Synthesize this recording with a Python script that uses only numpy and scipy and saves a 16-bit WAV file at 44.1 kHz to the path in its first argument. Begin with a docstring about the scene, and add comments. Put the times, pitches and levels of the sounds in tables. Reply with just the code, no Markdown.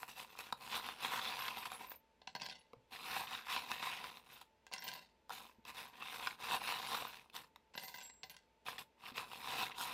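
"""A hand rummages through small metal charms in a wooden box, in strokes, close by in a quiet room.
The packed charms damp each other and rattle the box; the few that swing free ring high and thin.
Three times the hand lifts a few out and drops them on a flat wooden tray, where they bounce and settle.
Now and then it bumps softly against the box. Faint air noise and an appliance's hum lie underneath."""
import sys
import numpy as np
from scipy import signal
from scipy.fft import rfft, irfft, next_fast_len
from scipy.io import wavfile
from scipy.ndimage import uniform_filter1d

SR = 44100
rng = np.random.default_rng(int(sys.argv[2]) if len(sys.argv) > 2 else 0)


def persist_wave(psi):
    """Save psi, clipped to +-1, as 16-bit WAV."""
    counts = np.round(np.clip(psi, -1, 1) * 32767).astype(np.int16)
    wavfile.write(sys.argv[1], SR, np.atleast_2d(counts).T)


N = 437913

# the room's steady air noise: (frequency [Hz], relative level [dB])
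AIR_SPECTRUM = [(12, -24), (20, -26), (74, -4), (112, -16.5), (207, -11), (289, -12.5), (597, -9.5),
                (811, -18), (881, -6), (1070, -19.5), (2680, -19.5), (11100, -40), (12400, -42.5),
                (13500, -34), (15500, -59)]
# the tones of the appliance's hum: (pitch [Hz], level [dB])
HUM_TONES = [(59.6, -86), (231, -89.5), (436, -89.5), (888, -83)]
# how long the room echoes; a t60 is the time to fade by 60 dB: (frequency [Hz], t60 [s])
ROOM_DECAY = [(150, 0.72), (1000, 0.16), (4000, 0.14), (14000, 0.17)]
# how much of the room's sound spreads sideways: (frequency [Hz], gain [dB])
SIDE_SHARE = [(200, -36.5), (800, -45), (3000, -37.5), (9000, -24)]
# the broad tone of a tap on the box and on the tray: (frequency [Hz], gain [dB])
BOX_TONE = [(25, -26), (70, -19), (160, -13), (380, -15.5), (620, -14.5), (780, -7.5), (1250, -10),
            (1800, -12), (2700, -12.5), (4000, -15), (5000, -17.5), (6500, -25), (14500, -24.5),
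            (16000, -38)]
TRAY_TONE = [(25, -41), (100, -26.5), (165, -7), (230, -9.5), (300, -18), (600, -8.5), (1000, -12.5),
             (1250, -28), (1600, -15), (4500, -9.5), (6200, -15), (7500, -13.5), (11000, -23),
             (14500, -27.5), (16000, -26)]
# the pitches that the wood boosts on top of that: (frequency [Hz], width [Hz], boost [dB])
BOX_RESONANCES = [(225.7, 36, 6.9), (480, 96, 6.4), (760, 69, 6.5), (1005, 166, 9.03), (2040, 13, 0.33),
                  (2606, 390, 7), (3626, 440, 5.7), (3980, 360, 3.1)]
TRAY_RESONANCES = [(766, 50, 11.5), (1004, 166, 11.2), (1540, 175, 12.6), (2029, 76, 14.6),
                   (2730, 240, 7.2), (3570, 74, 2.7), (4400, 350, 4.8), (5850, 150, 6.1)]
# soft bumps of the hand on the box: (time [s], level [dB], pitch [Hz])
HAND_BUMPS = [(1.807, -47, 445), (2.734, -42.5, 480), (2.768, -60, 115.7), (5.585, -56, 223),
              (9.118, -50.5, 245.9)]
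# charms that ring freely: (time [s], pitch [Hz], relative level [dB], t60 [s])
FREE_RINGS = [(1.391, 13030, -53, 0.44), (1.57, 13200, -56, .25), (1.734, 10600, -56.5, 0.19),
              (1.87, 13160, -59, .15), (1.897, 14770, -48.5, 0.082), (1.958, 13030, -57, 0.036),
              (2.275, 7615, -77, 0.25), (4.33, 13540, -61, 0.16), (4.781, 5500, -49, 0.043),
              (4.84, 14020, -51, 0.2), (4.935, 13500, -57, 0.17), (5.33, 13640, -60, 0.44),
              (6.561, 10230, -57.5, 0.24), (6.636, 10205, -57, 0.24), (6.87, 10600, -55.5, 0.35),
              (6.95, 14210, -56, 0.27), (7.075, 14100, -56, .12), (7.759, 12230, -60.5, 0.37),
              (7.81, 8810, -61, 0.36), (7.83, 13390, -56, 0.32), (7.945, 14750, -59, 0.22),
              (7.987, 7615, -59.5, .25), (8.032, 7615, -59, 0.49), (8.297, 13890, -58, 0.062)]
# handfuls rocking on the tray as the hand lets go: (time [s], hold [s], level [dB], relative treble [dB])
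TRAY_HANDFULS = [(2.399, 0.11, -51.5, -8.5), (4.715, 0.043, -50.5, -7), (4.822, 0.14, -52, -5.5),
                 (7.737, .01, -63, -3), (7.78, 0.12, -56, 1), (7.941, 0.077, -54.5, -3),
                 (8.3, .01, -59, -2)]
# charms landing on the tray, and charms knocking in the box:
# (time [s], relative clack level [dB], wood against clack [dB], treble against clack [dB])
TRAY_LANDINGS = [(2.217, -61, 3, -26), (2.273, -42.5, -4, -34), (2.351, -42.5, 0.5, -14),
                 (2.362, -50.5, 6.5, -18), (2.418, -39.5, -7.5, -17), (2.463, -42, -16, -8),
                 (2.497, -48.5, -15.5, -14), (4.667, -56.5, -3, -2), (4.723, -49, -2, -16),
                 (4.737, -40.5, -11.5, 0), (4.822, -47, -15, -10), (4.848, -51, -16, -13),
                 (4.879, -41, -17, -9), (4.886, -41.5, -18, -5), (4.937, -46, -24, -8),
                 (7.752, -51, 2.5, -18), (7.777, -40, -6, -22), (7.805, -60, -5, -11), (7.836, -50, -4, -8),
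                 (7.882, -50, -10, -5), (7.942, -50, -5, -9), (8.098, -55, -9, -11),
                 (8.233, -44.5, -12, -18), (8.239, -50, -7, -9), (8.297, -53.5, -16, -4),
                 (8.366, -55.5, -15, -2)]
BOX_KNOCKS = [(0.031, -43.5, 2, -34), (0.389, -46.5, -0.5, -1), (0.525, -37, 1, -11.5),
              (0.888, -44, 4, -28), (1.391, -44.5, -7, -12), (1.482, -38, -14, -23),
              (1.571, -46.5, 2.5, -10), (1.655, -51.5, 9.5, 2), (1.718, -51, 9, 1), (1.917, -54, 7.5, -6),
              (2.733, -61.5, 7.5, -10), (3.165, -43.5, 1, -11), (3.237, -54, 11.5, -5),
              (3.564, -36, -4, -16), (3.716, -36, -4, -11), (3.827, -41.5, 2, -14), (3.871, -50, 10.5, -39),
              (4.042, -42, -9, -16), (4.414, -57.5, 4, -1.5), (5.295, -57, 11, 3), (5.304, -52.5, 13, -4),
              (5.652, -52.5, -2, -8), (6.023, -47, 4, -29), (6.272, -31.5, -16, -22), (6.566, -43, 0, -21),
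              (6.616, -50.5, 9.5, -15), (6.723, -42, 5.5, -10), (6.93, -47, 1, -10),
              (6.946, -41.5, 5.5, -33), (7.023, -47, 5, -29), (7.051, -53, 14, -13),
              (7.299, -58.5, -9, -11), (7.351, -57, 9, 4), (7.365, -43.5, -6, -3.5),
              (7.56, -55.5, -0.5, -7), (8.684, -47.5, 10.5, -14), (8.782, -43, -24, -14),
              (9.18, -42.5, -3, -18), (9.332, -52, 7.5, -11.5), (9.629, -41.5, 5, -19),
              (9.783, -45, -5, -5.5)]
# fingers pushing through the charms:
# (peak time [s], level [dB], swell [s], fade [s], relative scraping treble [dB])
FINGER_PUSHES = [(0.031, -59, 0.12, 0.042, -4), (0.086, -52.5, 0.0081, 0.057, -8.5),
                 (0.195, -49, 0.032, 0.05, -10), (0.409, -49.5, 0.018, 0.0082, -7),
                 (0.457, -56, 0.2, 0.072, -11.5), (0.651, -52.5, 0.061, 0.2, -11),
                 (0.766, -39, 0.058, 0.031, -14.5), (0.859, -47, 0.06, 0.098, -14),
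                 (1.048, -40, 0.044, 0.052, -14.5), (1.143, -39.5, 0.06, 0.096, -15),
                 (1.276, -42.5, 0.091, 0.14, -16), (1.455, -43.5, 0.11, 0.12, -15.5),
                 (1.579, -48, 0.02, 0.12, -14), (1.662, -46.5, 0.011, 0.021, -14),
                 (1.74, -50.5, 0.046, 0.033, -13), (1.818, -50.5, 0.038, 0.064, -15),
                 (1.917, -57.5, 0.018, 0.037, -10), (2.934, -50.5, 0.019, 0.08, -14),
                 (3.173, -41.5, 0.14, 0.082, -12.5), (3.335, -44.5, 0.065, 0.081, -16),
                 (3.531, -39, 0.054, 0.088, -15.5), (3.728, -45, 0.072, 0.055, -14),
                 (3.862, -43, 0.088, 0.16, -15.5), (4.05, -51, 0.044, 0.098, -14),
                 (4.17, -58.5, 0.039, 0.042, -12.5), (4.336, -59, 0.085, 0.085, -11),
                 (4.418, -57.5, 0.0081, 0.011, -9), (5.323, -51.5, 0.019, 0.13, -10),
                 (5.425, -61.5, 0.065, 0.079, -17), (5.692, -50, 0.027, 0.029, -12.5),
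                 (5.788, -49, 0.047, 0.088, -12), (6.055, -49.5, 0.096, 0.12, -17.5),
                 (6.148, -50, 0.066, 0.051, -10), (6.265, -46, 0.13, 0.069, -13.5),
                 (6.445, -45.5, 0.042, 0.038, -13.5), (6.546, -36, 0.073, 0.028, -15.5),
                 (6.695, -40.5, 0.084, 0.13, -14), (6.831, -50, 0.028, 0.05, -17),
                 (6.942, -42, 0.12, 0.11, -12.5), (7.125, -54, 0.13, 0.095, -13),
                 (7.358, -51, 0.02, 0.071, -11), (8.674, -47, 0.014, 0.082, -13),
                 (8.791, -49, 0.0081, 0.032, -9.5), (9.086, -49.5, 0.06, 0.032, -16),
                 (9.178, -43.5, 0.025, 0.065, -15), (9.339, -52.5, 0.072, 0.13, -12),
                 (9.497, -46, 0.075, 0.065, -15), (9.625, -39.5, 0.15, 0.058, -14.5),
                 (9.72, -51.5, 0.028, 0.056, -25), (9.816, -43, 0.038, 0.084, -8.5),
                 (9.931, -46, 0.12, 0.013, -18)]

THUD_HZ, WOOD_HZ, TREBLE_HZ, TOP_HZ = 526, 1400, 5500, 15800  # tops of the thud, wood, clack, treble


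def amp(db):
    """Turn decibels into a gain."""
    return 10 ** (np.asarray(db) / 20)


def unit(x):
    """Scale x to an average (rms) level of 1."""
    return x / np.sqrt(np.mean(x ** 2) + 1e-20)


def along(points, hz):
    """Read between (frequency, value) points on a log frequency axis."""
    freqs, values = np.transpose(points)
    return np.interp(np.log(hz + 1), np.log(freqs), values)


def add(track, s, sound):
    """Mix a sound into a track, starting at s seconds."""
    start = int(np.clip(round(s * SR), 0, N - 1))
    track[start:start + len(sound)] += sound[:N - start]


def filtered(x, response):
    """Scale each frequency in x by response(hz)."""
    size = next_fast_len(N + 8192)
    return irfft(rfft(x, size) * response(np.fft.rfftfreq(size, 1 / SR)), size)[..., :N]


def split(x, hz):
    """The parts of x below and above a frequency."""
    return [signal.sosfilt(signal.butter(5, hz, band, fs=SR, output="sos"), x) for band in ("low", "high")]


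def running_level(x, span_s):
    """The rms level of x from moment to moment."""
    size = max(int(span_s * SR), 8)
    return np.sqrt(np.abs(uniform_filter1d(uniform_filter1d(x ** 2, size), size)) + 1e-14)


def room_air():
    """Faint steady air noise and an appliance's slightly unsteady hum."""
    t = np.arange(N) / SR
    air = unit(filtered(rng.standard_normal(N), lambda hz: amp(along(AIR_SPECTRUM, hz))))
    hum = np.zeros(N)
    for hz, db in HUM_TONES:
        drift = np.cumsum(rng.standard_normal(N)) * 5 / np.sqrt(SR)
        hum += amp(db) * np.sqrt(2) * np.sin(2 * np.pi * hz * t + drift)
    return amp(-76.5) * air + hum


def room_echo(x):
    """A small furnished room's short echo; the low notes last longest."""
    hz, t, noise = signal.stft(rng.standard_normal(SR // 2), SR, nperseg=256)
    tail = signal.istft(noise * amp(-60 * t / along(ROOM_DECAY, hz)[:, None]), SR, nperseg=256)[1]
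    return signal.oaconvolve(x, np.pad(tail / np.linalg.norm(tail), (SR // 250, 0)))[:N]


def hand_bumps():
    """Soft flesh on wood makes a dull thud that dies quickly."""
    track, t = np.zeros(N), np.arange(SR // 5) / SR
    for s, db, hz in HAND_BUMPS:
        thud = sum(gain * np.sin(2 * np.pi * hz * ratio * t)
                   for ratio, gain in [(.55, .35), (1, 1), (1.45, 0.32), (2.3, 0.14)])
        soft_start = 1 - np.exp(-t / 0.0011)
        add(track, s, thud * amp(db - 60 * t * hz / 15) * soft_start)
    return track


def wooden_body(tone, resonances, size=4096):
    """How a wooden box or tray, with charms lying on it, answers one sharp tap."""
    hz = np.fft.rfftfreq(size, 1 / SR)
    peaks_db = sum(db / (1 + (2 * (hz - centre) / width) ** 2) for centre, width, db in resonances)
    cepstrum = irfft(np.log(amp(along(tone, hz) + peaks_db)))
    cepstrum[1:size // 2] *= 2  # folding this in half puts all the sound after the tap
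    cepstrum[size // 2 + 1:] = 0
    return irfft(np.exp(rfft(cepstrum)))[:size // 2]


def charm_click(ring, t60, tones=32, size=2048):
    """One touch of a random charm: a sharp tick and a brief ring of unrelated tones."""
    t = np.arange(size, dtype=np.float32) / SR
    hz = rng.uniform(np.sqrt(900), np.sqrt(TOP_HZ), (tones, 1)).astype(np.float32) ** 2
    scatter = np.exp(.5 * rng.standard_normal((tones, 1), dtype=np.float32))
    life = t60 * scatter * (hz / 5000) ** 0.31  # high tones escape the damping
    waves = np.sin(2 * np.pi * hz * t) * np.exp(-np.log(1000) * t / life)
    sound = (hz ** 0.15 / np.sqrt(life) * rng.standard_normal((tones, 1)) * waves).sum(0)
    sound *= ring / np.linalg.norm(sound)
    sound[0] += 1  # the tick
    return sound / np.linalg.norm(sound)


def rebounds(strength, spread_s, count=8):
    """A first hit, then the touches of a charm's other edges just after it."""
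    touches = np.zeros(SR // 10)
    delay = np.minimum(rng.exponential(spread_s, count), 1 / 11)
    fade = np.exp(-delay / (2 * spread_s))
    touches[(delay * SR).astype(int)] = strength * rng.standard_normal(count) * fade
    touches[0] = 1
    return touches


def collisions(per_s, scatter_db, ring, t60, tones=32, charms=4, block=4096):
    """Charms hit each other at random; every moment a few different ones are touching."""
    track = np.zeros(N)
    force = amp(scatter_db * np.clip(rng.standard_normal(N), -2, 2)) * rng.choice([-1, 1], N)
    force *= rng.random(N) < per_s / SR
    which = rng.integers(charms, size=N)
    for start in range(0, N, block):
        part = slice(start, start + block)
        if force[part].any():
            for k in range(charms):
                hits = force[part] * (which[part] == k)
                add(track, start / SR, signal.fftconvolve(hits, charm_click(ring, t60, tones)))
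    return track


def tiny_pings(treble, tries=900, low_hz=8400, high_hz=15200, t60=0.087):
    """The brighter the jostling, the more often and the harder a tiny charm swings free and pings."""
    track, t = np.zeros(N), np.arange(SR // 5) / SR
    for when, chance, pitch, strength in rng.random((tries, 4)):
        touches = rebounds(strength=0.63, spread_s=0.015)
        jostle = treble[int(when * N)] / amp(-58)
        pings_per_s = 31 * jostle
        if chance < pings_per_s * N / SR / tries:
            hz = low_hz + np.sqrt(pitch) * (high_hz - low_hz)
            ping = signal.fftconvolve(touches, amp(-60 * t / t60) * np.sin(2 * np.pi * hz * t))
            gain = np.sqrt(jostle) * amp(-68.5 + 12 * strength)
            add(track, when * N / SR, gain * ping / np.abs(ping).max())
    return track


def ringing_charms():
    """A free charm rings with two close tones that beat; the higher it is, the more others join in."""
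    track, t = np.zeros(N), np.arange(SR // 2) / SR
    for s, hz, db, t60 in FREE_RINGS:
        beat_hz = rng.uniform(19, 70)
        pair = np.sin(2 * np.pi * hz * t) + .35 * np.sin(2 * np.pi * (hz + beat_hz) * t)
        shimmer = np.sin(2 * np.pi * (hz + 600 * rng.standard_normal((3, 1))) * t).sum(0)
        ring = amp(-60 * t / t60) * (pair + .4 * (hz / 14000) ** 4 * shimmer)
        nudges = rebounds(strength=0.46, spread_s=0.015, count=24)
        ring = signal.fftconvolve(nudges, ring)
        add(track, s, amp(db) * ring / np.abs(ring).max())
    return amp(7) * track


def blows(events, wood, ring, t60, bounce, bounce_s, wood_db, clack_db, treble_db):
    """Each blow sounds through the wood, hollow or bright according to what touches what."""
    track = np.zeros(N)
    for s, db, low_db, high_db in events:
        strike = signal.fftconvolve(rebounds(bounce, bounce_s), charm_click(ring, t60))
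        rest, high = split(signal.fftconvolve(strike, wood), TREBLE_HZ)
        low, clack = split(rest, WOOD_HZ)
        thud, hollow = split(low, THUD_HZ)
        # a hollower blow favours the wood's main resonances over the deep thud
        woody = hollow + amp(-1.19 * max(low_db, 0)) * thud
        gains = amp([low_db + wood_db, clack_db, high_db + treble_db])
        for gain, band in zip(gains, (woody, clack, high)):
            peak = running_level(np.pad(band, 256), .003).max()
            add(track, s, amp(db) * gain * band / peak)
    return track


def rocking_levels(handful_db_per_s=185, single_db_per_s=448):
    """Level and treble of the chatter on the tray: it holds while charms keep falling, then dies away."""
    t = np.arange(SR // 2) / SR
    spells = [(*handful, handful_db_per_s) for handful in TRAY_HANDFULS]
    # a single landing also rocks briefly
    spells += [(s, 0, db - 10, -14, single_db_per_s) for s, db, _, _ in TRAY_LANDINGS]
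    energy, treble_energy = np.zeros(N), np.zeros(N)
    for s, hold_s, db, high_db, fade_db_per_s in spells:
        gain = amp(db - fade_db_per_s * np.maximum(t - hold_s, 0))
        add(energy, s, gain ** 2)
        add(treble_energy, s, (gain * amp(high_db)) ** 2)
    return np.sqrt(energy), np.sqrt(treble_energy)


def settling(tray, level, treble):
    """Dropped charms rock and chatter on the tray in little taps."""
    taps = collisions(900 * (level > 0), scatter_db=9.5, ring=1.0, t60=0.041)
    low, high = split(signal.oaconvolve(taps, tray)[:N], TREBLE_HZ)
    chatter = amp(-0.25) * level * low / running_level(low, 0.028)
    return chatter + amp(-10) * treble * high / running_level(high, 0.045)


def stirring_levels(drop_db=10, roundness=1.4, reach=2.2):
    """Level and treble of the rummaging: each push swells and fades, and close pushes overlap."""
    t = np.arange(0, N, 64) / SR
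    s, db, swell_s, fade_s, bright_db = np.transpose(FINGER_PUSHES)[:, :, None]
    # distance from the peak, counted in swells or fades; beyond the reach the fingers rest
    away = np.abs(t - s) / np.maximum(np.where(t < s, swell_s, fade_s), 1 / 200)
    pushes = amp(db - drop_db * away ** roundness) * np.clip(reach - away, 0, 1)
    return [np.interp(np.arange(N) / SR, t, np.linalg.norm(gains, axis=0))
            for gains in (pushes, pushes * amp(bright_db))]


def rummaging(box, level, treble, rub_hz=590):
    """A faster hand makes more and harder collisions; sliding metal adds a finer, brighter grain."""
    speed = np.sqrt(level / amp(-48))
    hits = unit(collisions(1000 * speed, scatter_db=4, ring=1.16, t60=.012))
    scrape = unit(collisions(3000 * (level > 0) + 5000 * speed, scatter_db=11, ring=0.86, t60=.028))
    # a charm slips free and strikes cleanly
    clinks = unit(collisions(90 * speed, scatter_db=2.5, ring=2.05, t60=.013, tones=7))
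    metal = hits + amp(-6) * clinks + amp(-6.5) * scrape
    clatter = split(signal.oaconvolve(metal, box)[:N], TREBLE_HZ)[0]
    clatter /= running_level(clatter, 0.057)
    # the box's low notes answer to the fingers' pressure and follow their speed less
    rub = filtered(clatter, lambda hz: 1 / (1 + (hz / rub_hz) ** 4))
    clatter += rub * (np.maximum(speed, .5) ** -0.72 - 1)
    grain = split(signal.oaconvolve(scrape, box)[:N], TREBLE_HZ)[1]
    grain /= running_level(grain, 0.076)
    return amp(-0.38) * level * clatter + amp(1.98) * treble * grain


def scene():
    """Box and tray lie straight ahead; only a trace of the room spreads sideways."""
    box, tray = wooden_body(BOX_TONE, BOX_RESONANCES), wooden_body(TRAY_TONE, TRAY_RESONANCES)
    stir, stir_treble = stirring_levels()
    rock, rock_treble = rocking_levels()
    in_box = rummaging(box, stir, stir_treble) + hand_bumps()
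    in_box += blows(BOX_KNOCKS, box, ring=0.79, t60=.01, bounce=.45, bounce_s=.0028,
                    wood_db=-1.7, clack_db=-1.8, treble_db=-4)
    on_tray = settling(tray, rock, rock_treble)
    on_tray += blows(TRAY_LANDINGS, tray, ring=.55, t60=.018, bounce=.94, bounce_s=.003,
                     wood_db=-1.6, clack_db=-2, treble_db=-5.5)
    direct = in_box + on_tray + ringing_charms() + tiny_pings(stir_treble + rock_treble)
    mid = direct + room_echo(amp(-13) * in_box + amp(-10) * on_tray) + room_air()
    side = filtered(room_echo(direct) + amp(16) * room_air(), lambda hz: amp(along(SIDE_SHARE, hz)))
    return np.array([mid + side, mid - side])


def record(dry):
    """Cut away the very highest treble."""
    return filtered(dry, lambda hz: hz < TOP_HZ)


dry = scene()
out = record(dry)
persist_wave(out)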